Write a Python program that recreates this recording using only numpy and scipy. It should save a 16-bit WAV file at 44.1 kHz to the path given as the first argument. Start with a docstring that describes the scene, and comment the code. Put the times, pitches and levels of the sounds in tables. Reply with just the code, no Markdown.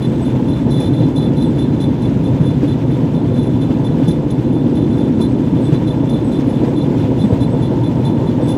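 """A loud, thumping deck rumble, heard on board a small motor trolley on an open narrow-gauge curve.
Rough rail shakes the deck and rattles the frame; bumps heave the deck, and a slow engine throbs below.
A wheel flange scrapes the rail once a turn, with stray touches and hard bites in between.
Behind it the treads hiss over sand, and now and then the steel sings with a thin whine."""
import sys
import numpy as np
from scipy import signal
from scipy.fft import rfft, irfft, next_fast_len
from scipy.io import wavfile
from scipy.ndimage import uniform_filter1d

SR = 44100
rng = np.random.default_rng(int(sys.argv[2]) if len(sys.argv) > 2 else 0)


def master_out(mix):
    """Clip the mix to full scale and print it as 16-bit PCM to the path in sys.argv[1]."""
    frames = np.transpose(np.atleast_2d(mix))
    ceiling = np.clip(frames, -1, 1)
    pcm = np.round(ceiling * 32767).astype(np.int16)
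    wavfile.write(sys.argv[1], SR, pcm)


N = 377937
TIME = np.arange(N) / SR

# Resonances of deck, frame and wheel: f/Hz, nominal width/Hz, relative level/dB
BOOM_MODES = [(89, 28, -15.5), (122, 41.7, 1), (154.2, 35.7, -0.5)]
DRONE_MODES = [(234.9, 50.6, -2), (276.5, 64.2, -1), (333, 65, -10.5)]
FRAME_MODES = [(379.7, 69, -1.5), (488.4, 78.6, 0.5), (627, 124, -7), (856, 126, -8.5), (970, 73, -13.5)]
RING_MODES = [(3480, 42, 0), (3540, 45, -2.5), (4020, 65, -6)]
SIZZLE_MODES = [(9772, 70, -6), (9908, 75, -4.5), (10530, 170, -3), (10670, 120, 0), (14560, 300, -17),
                (15150, 160, -16), (15380, 150, -16)]
WHINE_MODES = [(8001, 45, 0), (8746, 80, -7), (13200, 350, -17)]
# Deck faders, before trim: t/s, boom level/dB, drone level/dB
DECK_LEVELS = [(0.1, -20, -19.5), (0.4, -20, -18.5), (1.43, -19, -17), (2.32, -17.5, -19.5),
               (2.72, -19, -19.5), (3.44, -18.5, -18), (4.33, -22.5, -20), (4.59, -19.5, -16),
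               (5.39, -22, -16.5), (5.6, -19, -17.5), (5.97, -20.5, -18.5), (6.53, -21.5, -17),
               (7.8, -18.5, -19.5), (8.5, -20, -18)]
# Rail roughness as faders, before trim: t/s, frame rattle level/dB, tread hiss level/dB
RAIL_ROUGHNESS = [(0.1, -26, -42), (0.87, -26, -43.5), (4.5, -26, -44.5), (4.85, -26, -43.5),
                  (5.67, -26.5, -43.5), (6.79, -23.5, -42.5), (8.31, -24, -43.5), (8.5, -22.5, -42.5)]
# Big bumps in the rail: t/s, thump peak level/dB, thump f/Hz, knock drive level/dB
BIG_BUMPS = [(0.857, -7, 104, -26), (1.004, -5, 131, -24), (2.404, -1, 137, -28), (2.629, -5, 292, -15),
             (3.703, -4.5, 247, -19), (4.02, -5, 267, -25), (4.081, -3, 154, -14), (5.722, 0.5, 140, -17),
             (6.389, -5.5, 271, -16), (6.633, -5, 250, -12.5), (7.041, -5, 124, -18),
             (7.24, -4.5, 207, -20), (7.322, -2.5, 100, -7)]
# Engine speed: t/s, firing f/Hz
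FIRING_RATE = [(0, 14.2), (.7, 14.2), (1.5, 14.03), (3.3, 14.1), (3.8, 14.35), (4.5, 14), (5.3, 13.95),
               (6, 14.15), (7.1, 13.8), (8.57, 14.15)]
# Engine partials: multiple of the firing rate, rms level/dB
ENGINE_ORDERS = [(3, -44), (4, -37), (5, -35.5), (6, -42), (7, -36.5), (8, -45.5), (9, -32.5), (10, -31),
                 (11, -45.5)]
# Swells of the frame's hollow ring: t/s, level/dB
HOLLOW_SWELLS = [(0, -46), (1.5, -42), (3.3, -49.5), (6.8, -47), (7.7, -36.5), (8.57, -40)]
# Wheel speed: t/s, turning f/Hz
WHEEL_SPEED = [(0, 4.284), (1.3, 4.595), (2.5, 4.593), (3.1, 4.158), (4.2, 4.423), (5.2, 4.447),
               (8.57, 4.739)]
# How the flange leans on the rail: t/s, ring level/dB, touch length/s
FLANGE_LEAN = [(0, -38.5, .04), (.3, -45.5, 0.052), (.7, -39, 0.088), (1, -46, 0.069), (1.8, -38.5, .05),
               (2.1, -42, .04), (2.65, -42, 0.055), (3, -50.5, 0.055), (3.6, -38, .022), (4.3, -44, .018),
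               (4.55, -45.5, .04), (5, -43, 0.042), (5.43, -54.5, .03), (5.7, -40, 0.037),
               (6.15, -41, 0.058), (6.9, -56, .07), (7.2, -41.5, 0.054), (8.57, -41.5, 0.025)]
# Jolts throw the flange against the rail: t/s, length/s, ring level/dB, sizzle level/dB
FLANGE_BITES = [(0.797, 0.081, -37, -47), (1.023, 0.012, -37, -68), (1.157, 0.027, -43, -51),
                (1.216, .056, -41, -58), (1.405, 0.061, -43, -54), (1.803, 0.035, -53, -54.5),
                (3.424, 0.051, -48, -54.5), (4.078, 0.054, -43, -46.5), (4.304, .009, -56, -44.5),
                (5.206, 0.042, -42, -48.5), (5.74, .024, -39, -59), (6.47, 0.074, -54, -57),
                (6.76, 0.086, -44, -60), (8.48, 0.057, -43, -46.5)]
# Tone of the grit under the treads: f/Hz, relative level/dB
GRIT_EQ = [(500, 2), (1100, 0), (1500, -1.5), (2100, -5), (3200, -6.5), (4600, -15), (7200, -19.5),
           (9000, -26), (12000, -28.5), (15500, -33)]
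# Swells of the wheel's whine: t/s, length/s, level/dB
WHINE_SWELLS = [(.05, 0.17, -65), (.21, .03, -51), (1.43, 0.067, -59), (5.58, 0.14, -59),
                (6.235, 0.082, -56), (7.2, 0.41, -69), (8.42, 0.067, -50)]


def rumble(boom_db, drone_db, frame_db, deck_trim_db=2.0, frame_trim_db=-1.68):
    """Rough rail drives the deck and the stiffer frame; rougher stretches make boom and rattle surge."""
    surge_db = .7 * drift(9)
    boom = from_db(boom_db + deck_trim_db + surge_db) * evened(shaken(BOOM_MODES, 1), span_s=.2)
    drone = from_db(drone_db + deck_trim_db) * evened(shaken(DRONE_MODES, 1), span_s=.25)
    flutter = from_db(1.95 * drift(60))
    rattle = evened(shaken(FRAME_MODES, flutter), span_s=.28)
    return boom + drone + from_db(frame_db + frame_trim_db + surge_db) * rattle


def thumps(bumps, width_hz=60, contact_hz=600):
    """Each bump heaves the deck for a few cycles and knocks the frame."""
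    out, knocks = np.zeros(N), np.zeros(N)
    click = signal.unit_impulse(SR // 5)
    for s, peak_db, hz, knock_db in bumps:
        heave = resonate_twice(click, hz, width_hz)
        at = int(s * SR)
        out[at:at + len(click)] += (from_db(peak_db) * heave / np.abs(heave).max())[:N - at]
        knocks[at] = from_db(knock_db)
    # a heavy wheel lands softly, so the upper modes hardly speak
    knocks = signal.sosfilt(signal.butter(2, contact_hz, fs=SR, output="sos"), knocks + 1e-18)
    for k, (hz, mode_width_hz, mode_db) in enumerate(FRAME_MODES):
        ring_width_hz = mode_width_hz / 2
        strength = from_db(mode_db) * SR / (2 * np.pi * ring_width_hz)
        ring = resonate(knocks, hz, ring_width_hz)
        out += (-1) ** k * strength * resonate(ring, hz, width_hz=500)
    return out


def small_bumps(per_s=.8, peak_db=-12.5, knock_db=-25):
    """Light bumps at random times, pitched between boom and drone: rows as in BIG_BUMPS."""
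    draws = rng.random((int(per_s * N / SR), 2))
    low_hz, high_hz = BOOM_MODES[1][0], DRONE_MODES[1][0]
    return [(when * TIME[-1], peak_db, low_hz * (high_hz / low_hz) ** pitch, knock_db)
            for when, pitch in draws]


def engine(first_firing_s=.00823, waver_db_per_order=.4715):
    """Low multiples of the firing rate add up to a soft throb; the higher ones waver more."""
    firings = cycles(FIRING_RATE, first_firing_s)
    throb = np.zeros(N)
    for order, level_db in ENGINE_ORDERS:
        gain = from_db(level_db + waver_db_per_order * order * drift(5))
        throb += gain * np.cos(2 * np.pi * order * firings)
    return np.sqrt(2) * throb


def hollow_ring(hz=905, width_hz=76):
    """One frame resonance swells out of the rattle as a hollow ring."""
    return shaken([(hz, width_hz, 0)], from_db(in_time(HOLLOW_SWELLS)[0]))


def flange(usual_ring_db=-41, usual_sizzle_db=-53, sizzle_growth=1.2, sizzle_spread_db=1.5):
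    """The flange sticks and slips on the rail: the high wheel modes speak first, the low ones hold on."""
    scrapes = list(FLANGE_BITES)
    for s, length, ring_db in turn_touches() + stray_touches():
        sizzle_db = usual_sizzle_db + sizzle_growth * (ring_db - usual_ring_db)
        scrapes.append((s, length, ring_db, sizzle_db + sizzle_spread_db * rng.standard_normal()))
    ring_force = contacts([(s, length, db) for s, length, db, _ in scrapes],
                          rise_s=.0055, fall_s=.013, sag_db=1.5)
    sizzle_force = contacts([(s, length, db) for s, length, _, db in scrapes],
                            rise_s=.0019, fall_s=.0092, sag_db=10.5)
    slips = from_db(1.63 * drift(110))
    # between touches the flange still brushes the rail, loosely following the lean
    lean_db = in_time(FLANGE_LEAN)[0] - usual_ring_db
    graze = from_db(2.7 * drift(18) + .22 * lean_db)
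    ring = evened(shaken(RING_MODES, 1), span_s=.033) * (ring_force + from_db(-55) * graze) * slips
    sizzle = shaken(SIZZLE_MODES, (sizzle_force + from_db(-71.5) * graze) * slips)
    rasp = rms_one(resonate_twice(rng.standard_normal(N), hz=5550, width_hz=3500))
    return ring + sizzle + from_db(-4.5) * rasp * sizzle_force * slips


def turn_touches(first_touch_s=.016, spread_db=1.0):
    """The wheel runs out of true, so its flange meets the rail once a turn: t/s, length/s, level/dB."""
    turns = cycles(WHEEL_SPEED, first_touch_s)
    at = np.searchsorted(turns, np.arange(turns[-1]))
    ring_db, length_s = in_time(FLANGE_LEAN)
    return list(zip(TIME[at], length_s[at], ring_db[at] + spread_db * rng.standard_normal(len(at))))


def stray_touches(per_s=3.5, mean_length_s=.032, level_db=-52, spread_db=2.5):
    """The flange chatters lightly against the rail at random: t/s, length/s, level/dB."""
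    draws = rng.random((int(per_s * N / SR), 3))
    return [(when * TIME[-1], mean_length_s * (.5 + length), level_db + spread_db * (2 * size - 1))
            for when, length, size in draws]


def grit(hiss_db, bumps, trim_db=4.0, sand_db=-7.0, crunch_db=-1.0):
    """The treads hiss on the rail and crush sand, with a short crunch as they land at each bump."""
    hiss = coloured(rng.standard_normal(N) + from_db(sand_db) * sand(), GRIT_EQ)
    landings = [(s, .02, peak_db + crunch_db) for s, peak_db, _, _ in bumps]
    crunch = contacts(landings, rise_s=.004, fall_s=.018, sag_db=3.0)
    return hiss * from_db(hiss_db + trim_db + drift(35)) * (1 + crunch)


def sand(bands=18, grains_per_band_per_s=50, size_db=2.0, width_hz=550):
    """Each crushed grain is a tiny ping in one of many pitch bands; rms 1."""
    out = 0
    for hz in np.geomspace(1400, 14500, bands):
        at = rng.integers(0, N, int(grains_per_band_per_s * N / SR))
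        polarity = rng.choice([-1, 1], len(at))
        sizes = np.minimum(rng.exponential(1, len(at)), 4)
        clicks = np.zeros(N)
        clicks[at] = polarity * from_db(size_db * sizes)
        out = out + np.sqrt(hz) * resonate_twice(clicks, hz, width_hz)
    return rms_one(out)


def whine(floor_db=-71.5):
    """The wheel creeps sideways in the curve and sings thinly; each mode wavers on its own."""
    force = contacts(WHINE_SWELLS, rise_s=.011, fall_s=.01, sag_db=8.0) + from_db(floor_db)
    return sum(shaken([(hz, width_hz, 0)], force * from_db(level_db + 3 * drift(25)))
               for hz, width_hz, level_db in WHINE_MODES)


def shaken(modes, force):
    """Random contact forces drive each mode; the overall rms matches that of the force."""
    out = 0
    for hz, width_hz, level_db in modes:
        push = force * rng.standard_normal(N)
        out = out + from_db(level_db) * rms_one(resonate_twice(push, hz, width_hz * np.sqrt(2)))
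    return rms_one(out) * np.sqrt(np.mean(np.square(force)))


def contacts(rows, rise_s, fall_s, sag_db):
    """A rubbing envelope that bites, sags and lets go, from rows of t/s, length/s, mid-touch level/dB."""
    force = np.zeros(N)
    for s, length, level_db in rows:
        at = max(int(s * SR), 0)
        t = TIME[:min(int((length + 8 * fall_s) * SR), N - at)]
        attack = 1 - np.exp(-t / rise_s)
        hold = from_db(level_db + sag_db * (.5 - np.minimum(t / length, 1)))
        release = np.exp(-np.maximum(t - length, 0) / fall_s)
        force[at:at + len(t)] += attack * hold * release
    return force


def resonate(x, hz, width_hz):
    """A two-pole resonance with gain 1 at its peak."""
    r = np.exp(-np.pi * width_hz / SR)
    feedback = [1, -2 * r * np.cos(2 * np.pi * hz / SR), r * r]
    return signal.lfilter(np.array([1, 0, -1]) * (1 - r * r) / 2, feedback, x + 1e-18)


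def resonate_twice(x, hz, width_hz):
    """Two resonances in series, for steep skirts."""
    return resonate(resonate(x, hz, width_hz), hz, width_hz)


def evened(x, span_s):
    """Ride the gain to hold a noise steady over the given span."""
    return x / np.sqrt(uniform_filter1d(x * x, int(span_s * SR)) + 1e-12)


def coloured(x, eq):
    """Shape x with a smooth EQ curve; rms 1."""
    hz, level_db = np.transpose(eq)
    size = next_fast_len(N)
    log_hz = np.log(np.arange(size // 2 + 1) * SR / size + 1)
    gain = from_db(np.interp(log_hz, np.log(hz), level_db))
    return rms_one(irfft(rfft(x, size) * gain, size)[:N])


def drift(per_s):
    """A random modulator gliding between per_s values a second; rms 1."""
    knots = rng.standard_normal(int(N / SR * per_s) + 2)
    return rms_one(np.interp(TIME * per_s, np.arange(len(knots)), knots))


def cycles(speed, first_s):
    """Cycles counted from first_s along a curve of t/s, f/Hz."""
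    return np.cumsum(in_time(speed)[0]) / SR - first_s * speed[0][1]


def in_time(rows):
    """Each column of an automation curve at every sample."""
    s, *columns = np.transpose(rows)
    return [np.interp(TIME, s, column) for column in columns]


def from_db(db):
    """Decibels to gain."""
    return 10 ** (np.asarray(db) / 20)


def rms_one(x):
    """Scale to rms 1."""
    return x / np.sqrt(np.mean(x ** 2) + 1e-20)


def scene():
    """A dry mono mix: every source rides with the listener, with no walls near."""
    boom_db, drone_db = in_time(DECK_LEVELS)
    frame_db, hiss_db = in_time(RAIL_ROUGHNESS)
    bumps = list(BIG_BUMPS) + small_bumps()
    body = rumble(boom_db, drone_db, frame_db) + thumps(bumps) + engine() + hollow_ring()
    wheels = flange() + grit(hiss_db, bumps) + whine()
    return (body + wheels)[None]


def record(dry, low_cut_hz=42, high_cut_hz=15720):
    """Roll off the deep bass, round the highest peaks and cut the top steeply."""
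    x = signal.sosfilt(signal.butter(2, low_cut_hz, "high", fs=SR, output="sos"), dry)
    x = x / (1 + x ** 8) ** (1 / 8)
    return signal.sosfilt(signal.ellip(12, .1, 80, high_cut_hz, fs=SR, output="sos"), x)


dry = scene()
out = record(dry)
master_out(out)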